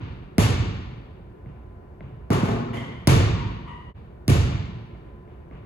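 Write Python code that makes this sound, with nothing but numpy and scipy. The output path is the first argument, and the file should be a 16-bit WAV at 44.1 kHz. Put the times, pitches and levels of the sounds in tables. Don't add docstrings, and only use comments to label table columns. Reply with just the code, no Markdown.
import sys
import numpy as np
from scipy import signal
from scipy.fft import rfft, irfft
from scipy.io import wavfile
from scipy.ndimage import uniform_filter1d

SR = 44100
rng = np.random.default_rng(int(sys.argv[2]) if len(sys.argv) > 2 else 0)


def master(y):
    cut = np.clip(np.atleast_2d(y).T, -1, 1)
    pcm = np.round(cut * 32767)
    wavfile.write(sys.argv[1], SR, pcm.astype(np.int16))


N = 249165
BANDS_HZ = 25 * 2 ** (np.arange(29) / 3)
CUT_S = 3.936
CONTACT_S = 0.0013

# (t/s, slap level/dB, knock level/dB, thump level/dB, bass/dB, hall feed/dB,
# brightness/dB per octave)
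BOUNCES = [(0.381, -7.5, -17.5, -11, -0.5, -20.5, 0.72), (3.0717, -2.5, -16, -13, -3.5, -16.5, 0.03),
           (4.279, -7, -25, -18.5, 3.5, -23, 0.71)]
# (t/s, click level/dB, thump level/dB, ring level/dB, bass/dB, hall feed/dB,
# brightness/dB per octave)
RATTLE = [(2.3035, -20, -17, -20, 2, -24, 1.55), (2.4292, -38, -18, -27, -5.5, -30.5, 1),
          (2.457, -56.5, -45, -31.5, -1, -45.5, -1.5), (2.4908, -35, -31.5, -20, -0.5, -36.5, 0.5),
          (2.534, -53, -45, -31.5, -1.2, -45.5, -2), (2.7334, -40, -36.5, -60.5, -5.5, -35, 1)]
# (t/s, knock level/dB, thump level/dB, bass/dB, hall feed/dB, brightness/dB per octave)
STEPS = [(1.459, -48, -40.5, 4, -52, -0.1), (2.0062, -38, -46, 1.5, -47, -0.4),
         (4.949, -50.5, -46.5, 0.1, -54.5, 0.8), (5.2758, -53.5, -55.5, 0.1, -57, 1.3),
         (5.5104, -46.5, -41, -6, -45.5, -0.5)]


def undb(db):
    return 10 ** (np.asarray(db) / 20)


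def along(hz, table_hz, values):
    return np.interp(np.log(hz), np.log(table_hz), values)


def spikes(times, gains):
    x = np.zeros(N)
    np.add.at(x, (np.asarray(times) * SR).astype(int), gains)
    return x


def ring(x, hz, t60):
    pole = np.exp(2j * np.pi * hz / SR - np.log(1000) / (t60 * SR))
    return signal.lfilter([1], [1, -pole], x).imag


def body(hits, modes):
    return sum(undb(db) * ring(hits, hz, t60) for hz, db, t60 in modes)


def to_pair(near, other):
    # (f/Hz, likeness/0-1, left minus right level/dB)
    pair = [(60.94, 0.95, -2), (250, 1, -0.5), (495.3, 1, -0.5), (969, 0, 4), (2030, 0, 0.5),
            (5230, 0.3, 2), (6900, .8, -2), (7900, 1, -0.5)]
    bass_shift_s, treble_shift_s, split_hz = .00045, .000204, 6490
    hz = np.arange(N // 2 + 1) * SR / N + 1
    pair_hz, alike, pan_db = np.transpose(pair)
    alike = np.clip(along(hz, pair_hz, alike), 0, 1)
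    pan = undb(along(hz, pair_hz, pan_db) / 2)
    treble_turn = treble_shift_s * np.maximum(hz - split_hz, 0)
    bass_turn = bass_shift_s * np.minimum(hz, split_hz)
    shared = alike * rfft(near) * np.exp(2j * np.pi * (treble_turn - bass_turn))
    right = shared + np.sqrt(1 - alike ** 2) * rfft(other)
    return np.array([rfft(near) * pan, right / pan]), hz


def hum():
    # (f/Hz, level/dB)
    fans = [(355, -59.5), (1012, -64.5)]
    out = 0
    for hz, db in fans:
        tone = ring(rng.standard_normal((2, N)), hz, 0.71)
        out = out + undb(db) * tone / tone.std()
    return out


def ventilation():
    # (f/Hz, relative level/dB per Hz)
    air_shape = [(18, -35.5), (30, -11), (61, 2.5), (170, -12.5), (209, -10), (287, -26.5), (353, -3.5),
                 (423, -18), (699, -22), (748, -21.5), (1030, -30), (1480, -31), (7000, -69), (9100, -99),
                 (15400, -120)]
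    total_db = -44.5
    air_hz, air_db = np.transpose(air_shape)
    power = undb(along(BANDS_HZ, air_hz, air_db)) ** 2 * BANDS_HZ
    return power / power.sum() * undb(total_db) ** 2


def feeds(hz, t60):
    blow_hz = [65, 105, 155, 235, 420, 1000, 2600, 8000]
    bounce_colour_db = [3.5, 2.5, 4.5, -1.3, -0.5, -10.5, -6, -5.5]
    rattle_colour_db = [-6, -2, 6, 1.5, 0.5, -7, -10.5, -15.5]
    step_colour_db = [-3.5, 2.5, 9, 0.5, -2.5, -9.5, -7, -33]
    # (ring enters at t/s, struck earlier by/s, hall feed/dB)
    linger = [(0, 0.44, -18), (3.938, 0.63, -23)]
    bass_hz, tilt_hz = 170, 420
    kinds = ((BOUNCES, bounce_colour_db), (RATTLE, rattle_colour_db), (STEPS, step_colour_db))
    s, db = [], []
    for rows, colour_db in kinds:
        for start, *_, bass_db, feed_db, tilt_db in rows:
            bass = bass_db / (1 + (hz / bass_hz) ** 2)
            tilt = tilt_db * np.log2(hz / tilt_hz)
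            s.append(start)
            db.append(feed_db + bass + tilt + along(hz, blow_hz, colour_db))
    for start, ago, feed_db in linger:
        s.append(start)
        db.append(feed_db + along(hz, blow_hz, bounce_colour_db) - 60 * ago / t60)
    return np.array(s), np.array(db)


def hall():
    # (f/Hz, t60/s, build-up/s, colour level/dB)
    hall_bands = [(30.5, 1, 0.044, -27), (49.75, 1.8, 0.017, -14), (66.6, 1.2, 0.01, -9),
                  (124, 1.365, 0.0061, -3.5), (158.9, 1.52, 0.011, -13), (247, 1.53, 0.0033, -12.5),
                  (471.3, 0.92, 0.0036, -10.5), (736, 1.1, 0.0067, -10.5), (1063, 1.336, 0.0022, -5.5),
                  (1610, 1.29, 0.013, -13), (2330, 1.32, 0.01, -11), (4020, 1.112, 0.02, -15.5),
                  (5000, 0.9, 0.027, -18.5), (6140, 0.76, 0.017, -15.5), (10600, 0.22, 0.028, -16),
                  (13570, 0.32, 0.011, -24), (16400, 0.17, .01, -33)]
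    first_wall_s, scatter_share = 0.0032, 0.25
    grain_db, grain_s = 0.5, 0.0088
    field, hz = to_pair(*rng.standard_normal((2, N)))
    hall_hz, t60s, builds, colour_db = np.transpose(hall_bands)
    grain = uniform_filter1d(rng.standard_normal(N), int(grain_s * SR))
    grain = undb(2 * grain_db * grain / grain.std())
    cut, out = int(CUT_S * SR), 0
    for centre, steady in zip(BANDS_HZ, ventilation()):
        share = np.cos(np.pi / 2 * np.clip(3 * np.log2(hz / centre), -1, 1))
        band = irfft(field * share, N)
        t60 = along(centre, hall_hz, t60s)
        s, db = feeds(centre, t60)
        power = undb(db + along(centre, hall_hz, colour_db)) ** 2
        energy = scatter_share * spikes(s + CONTACT_S, power) + spikes(s + first_wall_s, power)
        fill = np.exp(-1 / (along(centre, hall_hz, builds) * SR))
        drain = 1000. ** (-2 / (t60 * SR))
        poles = np.convolve([1, -fill], [1, -drain])
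        parts = (energy[:cut], energy[cut:])
        energy = np.concatenate([signal.lfilter([1 - fill], poles, part) for part in parts])
        flicker = grain if centre > 400 else 1
        out = out + band / band.std() * np.sqrt(energy * flicker + steady)
    return out


def swells():
    # (first swell delay/s, second swell delay/s, repeat/s,
    # first level/dB, second level/dB, second f/Hz)
    booms = [(.03, 0.068, .1, -10.5, -16.5, 85), (.031, .07, .121, -9.5, -13, 96),
             (.016, 0.0632, .104, -13.5, -12.5, 110)]
    first_hz, lengths_s, fade_db_s = 104, (0.033, 0.016), 41.5
    t, boom = np.arange(N) / SR, 0
    for bounce, (first, second, repeat, first_db, second_db, second_hz) in zip(BOUNCES, booms):
        series = zip((first, second), (first_db, second_db), (first_hz, second_hz), lengths_s)
        for delay, db, hz, length in series:
            for k, turn in enumerate(rng.random(size=4)):
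                since = t - bounce[0] - delay - k * repeat
                shape = np.cos(np.pi * np.clip(since / (1.5 * length), -.5, .5)) ** 2
                tone = np.sin(2 * np.pi * (hz * t + turn))
                boom = boom + undb(db - fade_db_s * k * repeat) * shape * tone
    return irfft(to_pair(boom, boom)[0], N)


def squeaks():
    # (t/s, length/s, slip rate f/Hz, glide/share, unevenness/share, level/dB,
    # 2nd harmonic against the first/dB)
    slips = [(2.732, 0.033, 876, 0.22, .14, -41.5, 3.5), (2.769, 0.02, 1009, -0.052, 0.069, -47.5, 13.5),
             (3.349, 0.037, 1091, -0.067, .03, -37.5, -13), (3.382, .08, 946, -0.06, .04, -39, -9),
             (3.662, 0.054, 1094, 0.018, 0.049, -42.5, -14.5),
             (3.675, 0.086, 955.7, .03, .025, -43.5, -3.5)]
    third_db, higher_db = -4, -31
    t, dry = np.arange(N) / SR, 0
    wobble = uniform_filter1d(rng.standard_normal(N), size=300)
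    wobble = wobble / wobble.std()
    for s, length, hz, glide, uneven, db, second_db in slips:
        gone = np.clip((t - s) / length, 0, 1)
        phase = 2 * np.pi * np.cumsum(hz * (1 + glide * gone + uneven * wobble)) / SR
        tone = np.sin(phase) + undb(second_db) * np.sin(2 * phase)
        tone = tone + undb(second_db + third_db) * np.sin(3 * phase)
        tone = tone + undb(second_db + higher_db) * sum(np.sin(k * phase) for k in range(4, 11))
        dry = dry + undb(db) * tone * np.minimum(20 * gone, 1) * np.sqrt(1 - gone)
    return dry


def hoop():
    # (f/Hz, level/dB, t60/s)
    hoop_modes = [(114, -5, 0.27), (221, -12, 0.15), (239.2, -1.5, 0.22), (396.4, -1, 0.071),
                  (485, -14.5, 0.17), (676, -6.5, 0.13), (840, -15, .12), (1091, -16, .08),
                  (1180, -14.5, 0.036), (1470, -21.5, .1)]
    s, ring_db = np.array(RATTLE)[:, [0, 3]].T
    return body(spikes(s, undb(ring_db)), hoop_modes)


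def through_hall(dry):
    t60_s, dry_db, damp = 1.16, -2.5, 0.45
    echo = rng.standard_normal((2, SR)) * 1000. ** (-np.arange(SR) / SR / t60_s)
    echo = signal.lfilter([1], [1, -damp], echo)
    echo = echo / np.sqrt(np.mean(np.sum(echo ** 2, axis=1)))
    wet = signal.fftconvolve(dry[None], echo, axes=1)[:, :N]
    pair = irfft(to_pair(*(wet + undb(dry_db) * dry))[0], N)
    return pair * (np.arange(N) < CUT_S * SR)


def contacts():
    # (t/s, slap level/dB, thump level/dB)
    standouts = [(0.422, -29.5, -35), (2.333, -17, -30.5), (2.345, -31.5, -24), (3.0765, -3.5, -30.5),
                 (3.111, -21.5, -20.5), (3.117, -28, -23.5), (4.301, -12, -18.5), (4.3091, -22, -23)]
    rattle_knock_db = -7
    step_slap_db = -30
    echo_knock_db = -12
    step_echo_s, step_echo_db = .035, -11.5
    blows = [row[:4] for row in BOUNCES]
    blows += [(s, click, click + rattle_knock_db, thump) for s, click, thump, *_ in RATTLE]
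    steps = np.array([(s, knock + step_slap_db, knock, thump) for s, knock, thump, *_ in STEPS])
    answers = steps + [step_echo_s, step_echo_db, step_echo_db, step_echo_db]
    echoes = [(s, slap, thump + echo_knock_db, thump) for s, slap, thump in standouts]
    late_blows = np.r_[blows, steps, answers] + [CONTACT_S, 0, 0, 0]
    return np.r_[late_blows, echoes].T


def direct():
    # (f/Hz, level/dB, t60/s)
    knock_modes = [(644, 2.5, .025), (1570, 3.5, 0.0033), (2070, -2.5, .015), (3400, -21, .012)]
    # (first f/Hz, last f/Hz, glide/s, rise/s, level/dB)
    thump_glide = (480, 110, 0.0039, 0.0049, 4.6)
    soft_hz = 3000
    s, slap_db, knock_db, thump_db = contacts()

    t = np.arange(60) / SR
    burst = rng.standard_normal((2, 60)) * np.exp(-t / .0003)
    crack = signal.sosfilt(signal.butter(2, [3500, 11500], "band", fs=SR, output="sos"), burst)
    slap_hits = spikes(s, undb(slap_db))
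    slaps = [np.convolve(slap_hits, c / np.abs(c).max())[:N] for c in crack]

    first_hz, last_hz, glide, rise, db = thump_glide
    t = np.arange(3000) / SR
    phase = 2 * np.pi * np.cumsum(last_hz + (first_hz - last_hz) * np.exp(-t / glide)) / SR
    thump = undb(db) * np.sin(phase) * t / rise * np.exp(1 - t / rise)
    thumps = signal.fftconvolve(spikes(s, undb(thump_db)), thump)[:N]

    knocks = body(spikes(s, undb(knock_db)), knock_modes)
    knocks = signal.sosfilt(signal.butter(3, soft_hz, fs=SR, output="sos"), knocks)
    rings = knocks + thumps
    return irfft(to_pair(slaps[0] + rings, slaps[1] + rings)[0], N)


def scene():
    pitched = through_hall(squeaks() + hoop())
    return hum() + hall() + swells() + pitched + direct()


def record(dry):
    fade_out_s, fade_in_s = .04, .03
    hiss_db = -80.5
    bottom_hz, top_hz = 43.7, 15900
    drive = 0.57
    t = np.arange(N) / SR - CUT_S
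    fade = np.clip(np.maximum(-t / fade_out_s, t / fade_in_s), 0, 1)
    wet = (dry + undb(hiss_db) * rng.standard_normal(dry.shape)) * fade
    wet = signal.sosfilt(signal.butter(2, bottom_hz, "high", fs=SR, output="sos"), wet)
    wet = np.tanh(drive * wet) / drive
    return signal.sosfilt(signal.ellip(8, .2, 70, top_hz, fs=SR, output="sos"), wet)


dry = scene()
out = record(dry)
master(out)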